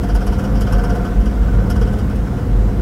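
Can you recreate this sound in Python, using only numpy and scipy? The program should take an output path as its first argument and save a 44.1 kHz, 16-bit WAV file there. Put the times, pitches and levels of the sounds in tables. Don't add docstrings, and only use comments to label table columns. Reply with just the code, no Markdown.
import sys
import numpy as np
from scipy import signal
from scipy.io import wavfile
from scipy.ndimage import uniform_filter1d

SR = 44100
rng = np.random.default_rng(int(sys.argv[2]) if len(sys.argv) > 2 else 0)


def generate_wav(sig):
    pcm = np.round(np.clip(np.atleast_2d(sig).T, -1, 1) * 32767).astype(np.int16)
    wavfile.write(sys.argv[1], SR, pcm)


def linear_from_db(decibels):
    return 10 ** (np.asarray(decibels, float) / 20)


N = 123921

# (centre [s], half length [s], frequency [Hz], level [dB])
BOOM_SURGES = [(0.038, 0.024, 52.2, -15.5), (0.141, 0.063, 49.5, -7.5), (0.218, 0.028, 48.9, -19),
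               (0.289, 0.031, 48, -8.5), (0.396, .05, 45.3, -18), (0.481, 0.11, 49, -19),
               (0.601, 0.071, 51, -18), (0.759, 0.058, 46.75, -12), (0.899, 0.084, 49, -11.5),
               (1.009, 0.031, 50.4, -16), (1.111, 0.024, 46.9, -13.5), (1.189, 0.043, 48.25, -6.5),
               (1.29, 0.056, 49, -13), (1.42, 0.075, 50, -13), (1.57, 0.1, 49, -12.5),
               (1.659, 0.033, 50.8, -33), (1.82, 0.06, 49, -11), (1.93, 0.02, 52.26, -15),
               (2.032, 0.068, 53, -14.5), (2.199, 0.049, 53, -22), (2.327, .06, 53.5, -33),
               (2.52, 0.091, 48, -13.5), (2.619, .06, 49, -14), (2.78, 0.086, 52, -16.5)]
# (time [s], speed [turns/s], upper orders [dB], lower orders [dB])
SHAFT_SPEED = [
    (0, 16.6, -1.5, -8.5),
    (.5, 18.2, 1.5, 0.5),
    (1.0, 16.45, -0.5, -2.5),
    (1.35, 17.8, -1.5, -6.5),
    (1.55, 16.8, 0, 4.5),
    (1.9, 18, 1, 2),
    (2.3, 17.6, -4, -2),
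    (2.6, 17.8, -1.5, 3),
    (2.81, 16.5, -1.5, 0.5),
]
# (multiple of shaft speed [-], level [dB rms], wavering [dB])
SHAFT_ORDERS = [(4, -28.5, 3.5), (6, -24.5, 0.5), (7, -38.5, 7), (8, -41.5, 1), (9, -35, 4), (11, -26, -1),
                (12, -29, 2), (15, -42.5, 3), (16, -40, 3), (20, -44.5, -0.5), (24, -43.5, 4.5),
                (27, -39.5, 2), (29, -38.5, 1.5)]
# (frequency [Hz], density [dB per Hz])
RUMBLE_SPECTRUM = [(12, -38), (20, -10.5), (53, -5), (113, -13.5), (135, -10.5), (200, -20.5), (234, -13.5),
                   (300, -19), (2200, -45.5), (2860, -92), (4840, -120)]
# (frequency [Hz], density [dB per Hz])
HISS_SPECTRUM = [(1000, -9), (1800, -3), (3070, -4.5), (4200, -10), (5080, -9), (5820, -10.5),
                 (10000, -15.5), (17000, -17.5)]
# (time [s], gain [dB])
PHONE_NEARNESS = [
    (0, 2),
    (.8, 6.5),
    (1.3, 1.5),
    (1.8, 3),
    (2.2, -0.5),
    (2.81, 0),
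]
# (frequency [Hz], width [Hz], level [dB])
PANEL_MODES = [(473.3, 33, 6.5), (519, 73, 2), (878, 34, -6.5), (1000, 180, 1), (1264, 88, -1),
               (1391, 34, 0), (1521.5, 36, -0.5), (1730, 82, -9), (2470, 210, -16)]
# (frequency [Hz], width [Hz], level [dB])
STRUT_MODES = [(714.4, 13.4, 2.5)]
# (time [s], ring [dB], fizz [dB], panel [dB])
CLATTERS = [(0.0298, -36, -47, -25.5), (0.085, -31.5, -49, -25), (0.1462, -32, -40, -22.5),
            (0.204, -34, -49, -26), (0.264, -31.5, -42.5, -23.5), (0.3212, -33.5, -48, -26),
            (0.384, -35.5, -45.5, -24), (0.4357, -34, -46, -25.5), (0.549, -32, -53, -31),
            (0.607, -31, -38.5, -25.5), (0.6644, -33, -53, -22), (0.7213, -30, -42, -22.5),
            (0.7801, -33.5, -48, -23.5), (0.8346, -31.5, -45.5, -22), (0.893, -33.5, -46.5, -23.5),
            (0.9479, -35, -47, -23), (1.0442, -34, -49, -25), (1.1994, -40, -52, -35),
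            (1.2544, -34.5, -47, -26.5), (1.4165, -40.5, -55, -27), (1.5297, -44, -53, -27.5),
            (1.6972, -30.5, -38, -22.5), (1.7549, -36.5, -48, -24), (1.8099, -31.5, -47, -22),
            (1.867, -39, -54, -27), (1.9244, -39, -51, -26.5), (1.982, -36, -48.5, -28),
            (2.0384, -57, -59, -31), (2.0945, -40, -52, -27.5), (2.152, -43, -50, -41)]
# (time [s], panel [dB])
SOFT_THUMPS = [(.495, -41), (1.005, -31), (1.11, -35), (1.15, -48), (1.31, -29), (1.365, -47),
               (1.475, -28.5), (1.585, -25.5), (1.64, -33), (2.21, -48), (2.265, -29), (2.32, -36),
               (2.38, -30), (2.44, -47), (2.5, -38), (2.56, -34.5), (2.615, -38), (2.67, -32.5),
               (2.73, -40), (2.785, -33)]
# (frequency [Hz], width [Hz], level [dB])
RING_MODES = [(2937, 220, 4.5), (3270, 110, 1), (4100, 790, -4.5), (4650, 110, -5), (4820, 120, -1.5),
              (5330, 91, 1), (5540, 210, 0.5), (5770, 310, 1.5), (6260, 600, -13)]
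# (frequency [Hz], width [Hz], level [dB])
FIZZ_MODES = [(6510, 570, 7.5), (8100, 680, -2), (10030, 810, 8.5), (11300, 200, -0.5), (13500, 1400, 5.5),
              (8540, 15600, 15.5)]
# (time [s], level [dB])
STRUT_DRIVE = [(0, -27.5), (.25, -26.5), (.45, -38), (.65, -27.5), (.8, -30), (.95, -23), (1.1, -32.5),
               (1.35, -35), (1.65, -39), (1.78, -29), (2.0, -39), (2.81, -35.5)]
# (time [s], level [dB], frequency [Hz])
METAL_TICKS = [(0.1506, -39, 9991), (0.1524, -31, 5719), (0.1556, -45.8, 11369), (0.1556, -43.9, 9302),
               (0.1601, -31, 5030), (0.1642, -37, 4961), (0.2653, -39, 9715), (0.2735, -44, 11231),
               (0.2735, -44.5, 9853), (0.4385, -49.8, 13436), (0.6082, -36, 7500), (0.61, -45.3, 12265),
               (0.6113, -44.0, 9853), (0.6113, -36, 5167), (0.6118, -41.5, 6546), (0.6141, -49.5, 13436),
               (0.6172, -45.6, 10473), (0.62, -43, 5440), (0.62, -34, 3100), (0.6222, -48.1, 11507),
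               (0.624, -41, 7028), (0.6771, -37, 5443), (0.6771, -37, 3160), (0.7252, -34, 11500),
               (0.7261, -29, 5280), (0.7338, -33.8, 5540), (0.8381, -39, 9700), (0.8454, -47.0, 9577),
               (0.849, -51, 5500), (0.9061, -36, 5700), (1.7034, -29, 5180), (1.7039, -45.1, 8400),
               (1.7048, -35, 11600), (1.7066, -46.7, 13436), (1.7088, -43.3, 8406), (1.7107, -35, 4823),
               (1.7125, -41, 3110), (1.7129, -41, 11438), (1.7134, -45.9, 9853), (1.7197, -45.4, 10129)]
# (time [s], level [dB], frequency [Hz])
PANEL_THUDS = [(0.1542, -26, 905), (0.1633, -34.7, 1500), (0.2231, -33, 1530), (0.3265, -30.5, 930),
               (0.4444, -37, 870), (0.4553, -34, 1520), (0.6186, -28.5, 1340), (0.6494, -25, 457),
               (0.6821, -37, 1435), (0.6966, -25.8, 520), (0.7274, -29, 870), (0.7347, -29, 1529),
               (0.7383, -31, 1157), (0.7546, -20, 528), (0.7982, -34.5, 1527), (0.849, -31.2, 1520),
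               (0.9107, -30, 1530), (0.9288, -21, 497), (0.9596, -39, 885), (0.9596, -33.4, 1380),
               (0.9887, -30, 485), (1.0177, -35.5, 1348), (1.0776, -34.4, 1364), (1.0939, -28, 473),
               (1.2717, -22, 489), (1.3896, -26.7, 470), (1.4277, -35.0, 1377), (1.62, -24, 547),
               (1.6853, -23, 465), (1.7088, -36, 1532), (1.7088, -27, 434), (1.7705, -33.8, 1515),
               (1.8177, -18, 456), (1.8231, -37, 1305)]


def evened(x):
    return x / np.sqrt(np.mean(x ** 2) + 1e-20)


def curve(rows, axis):
    rows = np.asarray(rows, float)
    return np.interp(np.arange(N) / SR, rows[:, 0], rows[:, axis])


def drift(rate_hz):
    f_hz = np.geomspace(rate_hz / 10, rate_hz, num=12)[:, None]
    t_s = np.arange(0, N + 200, 100) / SR
    sines = np.sin(2 * np.pi * (f_hz * t_s + rng.random((12, 1))))
    slow = (sines / f_hz ** 0.41).sum(0)
    return evened(np.interp(np.arange(N) / SR, t_s, slow))


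def body(x, modes):
    out = np.zeros(N)
    for k, (hz, width_hz, db) in enumerate(modes):
        radius = np.exp(-np.pi * width_hz / SR)
        pole = radius * np.exp(2j * np.pi * hz / SR)
        mode = signal.lfilter([np.sqrt(1 - radius)], [1, -pole], x).imag
        out += (-1) ** k * linear_from_db(db) * mode
    return out


def opening_step():
    return 0.35 * np.exp(-np.arange(N) / SR / 0.00073)


def boom():
    t_s = np.arange(N) / SR
    sway_hz = 49 * 0.024 * drift(12)
    sway = 2 * np.pi * np.cumsum(sway_hz) / SR
    steady_hum = (1.4, 11, 50, -21.5)
    surges = np.zeros(N)
    for centre_s, half_s, hz, db in [*BOOM_SURGES, steady_hum]:
        u_s = t_s - centre_s
        swell = linear_from_db(db) * np.exp(-2 * (u_s / half_s) ** 2)
        surges += swell * np.sin(2 * np.pi * (hz * u_s + rng.random()) + sway)
    air = body(rng.standard_normal(N), [(49, 61, 0)])
    air = evened(body(air, [(51, 29, 0)]))
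    return np.sqrt(2) * surges + linear_from_db(-27) * air


def orders():
    turns = np.cumsum(curve(SHAFT_SPEED, axis=1)) / SR
    out = np.zeros(N)
    for multiple, db, waver_db in SHAFT_ORDERS:
        load_db = curve(SHAFT_SPEED, axis=2 if multiple > 9.5 else 3)
        level = linear_from_db(db + waver_db * drift(9.7) + load_db)
        cycles = round(multiple) * turns + 0.146 * drift(8) + rng.random()
        out += level * np.sin(2 * np.pi * cycles)
    return np.sqrt(2) * out


def noise(spectrum, patchy_db):
    hz = np.fft.rfftfreq(2048, 1 / SR)
    real, imag, patches = rng.standard_normal((N // 512 + 5, 1025, 3)).T
    patches = uniform_filter1d(patches, size=8, axis=0)
    patches = evened(uniform_filter1d(patches, size=6, axis=1))
    f_hz, db = np.transpose(spectrum)
    shape_db = np.interp(np.log(hz + 1), np.log(f_hz + 1), db, left=-80, right=-80)
    frames = (real + 1j * imag) * linear_from_db(shape_db[:, None] + patchy_db * patches)
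    return evened(signal.istft(frames, nperseg=2048, noverlap=1536)[1][:N])


def rumble(near_db):
    return linear_from_db(-20.5 + 0.22 * near_db) * noise(RUMBLE_SPECTRUM, patchy_db=0.5)


def hiss(near_db):
    return linear_from_db(-46.5 + 0.31 * near_db) * noise(HISS_SPECTRUM, patchy_db=1.7)


def chatter(near_db):
    hum = evened(body(rng.standard_normal(N), [*PANEL_MODES, *STRUT_MODES]))
    return linear_from_db(near_db) * linear_from_db(-39.5 + 1.2 * drift(4.9)) * hum


def kicks(rows, axis, lag_s):
    out = np.zeros(N)
    for row in rows:
        out[round((row[0] + lag_s) * SR)] += linear_from_db(row[axis])
    return out


def bursts(clicks, rise_s, hold_s, fall_s):
    t_s = np.arange(0, .12, 1 / SR)
    sag = linear_from_db(-150 * t_s)
    release = np.exp(-np.maximum(t_s - hold_s, 0) / fall_s)
    return signal.oaconvolve(clicks, (1 - np.exp(-t_s / rise_s)) * sag * release)[:N]


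def hits():
    hits_per_s, spread_db = 9000, 1.1
    struck = rng.random(N) < hits_per_s / SR
    size = np.minimum(rng.exponential(1, N), 4)
    impacts = rng.standard_normal(N) * linear_from_db(spread_db * size) * struck
    return evened(impacts) + 0.65 * rng.standard_normal(N)


def rattled(modes, db, envelope):
    rattle = hits()
    return linear_from_db(db) * body(rattle * envelope, modes) / np.std(body(rattle, modes))


def rung(modes, clicks):
    impulse = np.arange(N) == 0
    return body(clicks, modes) / abs(body(impulse, modes)).max()


def loose_part():
    ring_clicks = kicks(CLATTERS, axis=1, lag_s=0)
    ring_clicks += linear_from_db(-16.0) * kicks(SOFT_THUMPS, axis=1, lag_s=-0.0033)
    fizz_clicks = kicks(CLATTERS, axis=2, lag_s=0)
    ring_env = bursts(ring_clicks, rise_s=0.0029, hold_s=0.022, fall_s=0.022)
    fizz_env = bursts(fizz_clicks, rise_s=0.0014, hold_s=0.014, fall_s=0.015)
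    return rattled(RING_MODES, -7, ring_env) + rattled(FIZZ_MODES, 0.7, fizz_env)


def panel(thumps):
    env = bursts(thumps, rise_s=0.001, hold_s=0.016, fall_s=0.013)
    return linear_from_db(-1.5) * rung(PANEL_MODES, thumps) + rattled(PANEL_MODES, -6, env)


def strut(thumps):
    drive = (thumps > 0) * linear_from_db(curve(STRUT_DRIVE, axis=1))
    env = bursts(drive, rise_s=0.0032, hold_s=0.029, fall_s=0.0066)
    hz = 707 * (1 + 0.0081 * drift(12))
    return 1.2 * env * np.sin(2 * np.pi * np.cumsum(hz) / SR)


def knocks():
    thumps = kicks(CLATTERS, axis=3, lag_s=0.003833) + kicks(SOFT_THUMPS, axis=1, lag_s=0)
    return loose_part() + panel(thumps) + strut(thumps)


def pings(rows, rise_s, fall_s):
    t_s, out = np.arange(N) / SR, np.zeros(N)
    for peak_s, db, hz in rows:
        at = slice(max(round((peak_s - .03) * SR), 0), round((peak_s + .08) * SR))
        u_s = t_s[at] - peak_s
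        env = np.where(u_s < 0, np.exp(-(u_s / rise_s) ** 2), np.exp(-u_s / fall_s))
        out[at] += linear_from_db(db) * env * np.sin(2 * np.pi * hz * u_s)
    return out


def scene():
    near_db = curve(PHONE_NEARNESS, axis=1)
    engine = opening_step() + boom() + orders()
    bed = rumble(near_db) + hiss(near_db) + chatter(near_db)
    ticks = pings(METAL_TICKS, rise_s=.0012, fall_s=0.0022)
    thuds = pings(PANEL_THUDS, rise_s=0.0062, fall_s=0.0095)
    return (engine + bed + knocks() + ticks + thuds)[None]


def low_pass(x):
    return signal.sosfilt(signal.butter(12, 15710, fs=SR, output="sos"), x)


def record(dry):
    bass_cut = signal.butter(3, 32.8, "high", fs=SR, output="sos")
    cut = signal.sosfilt(bass_cut, dry)
    mix = 1.098 * np.tanh(cut / 1.136)
    return low_pass(mix)


dry = scene()
out = record(dry)
generate_wav(out)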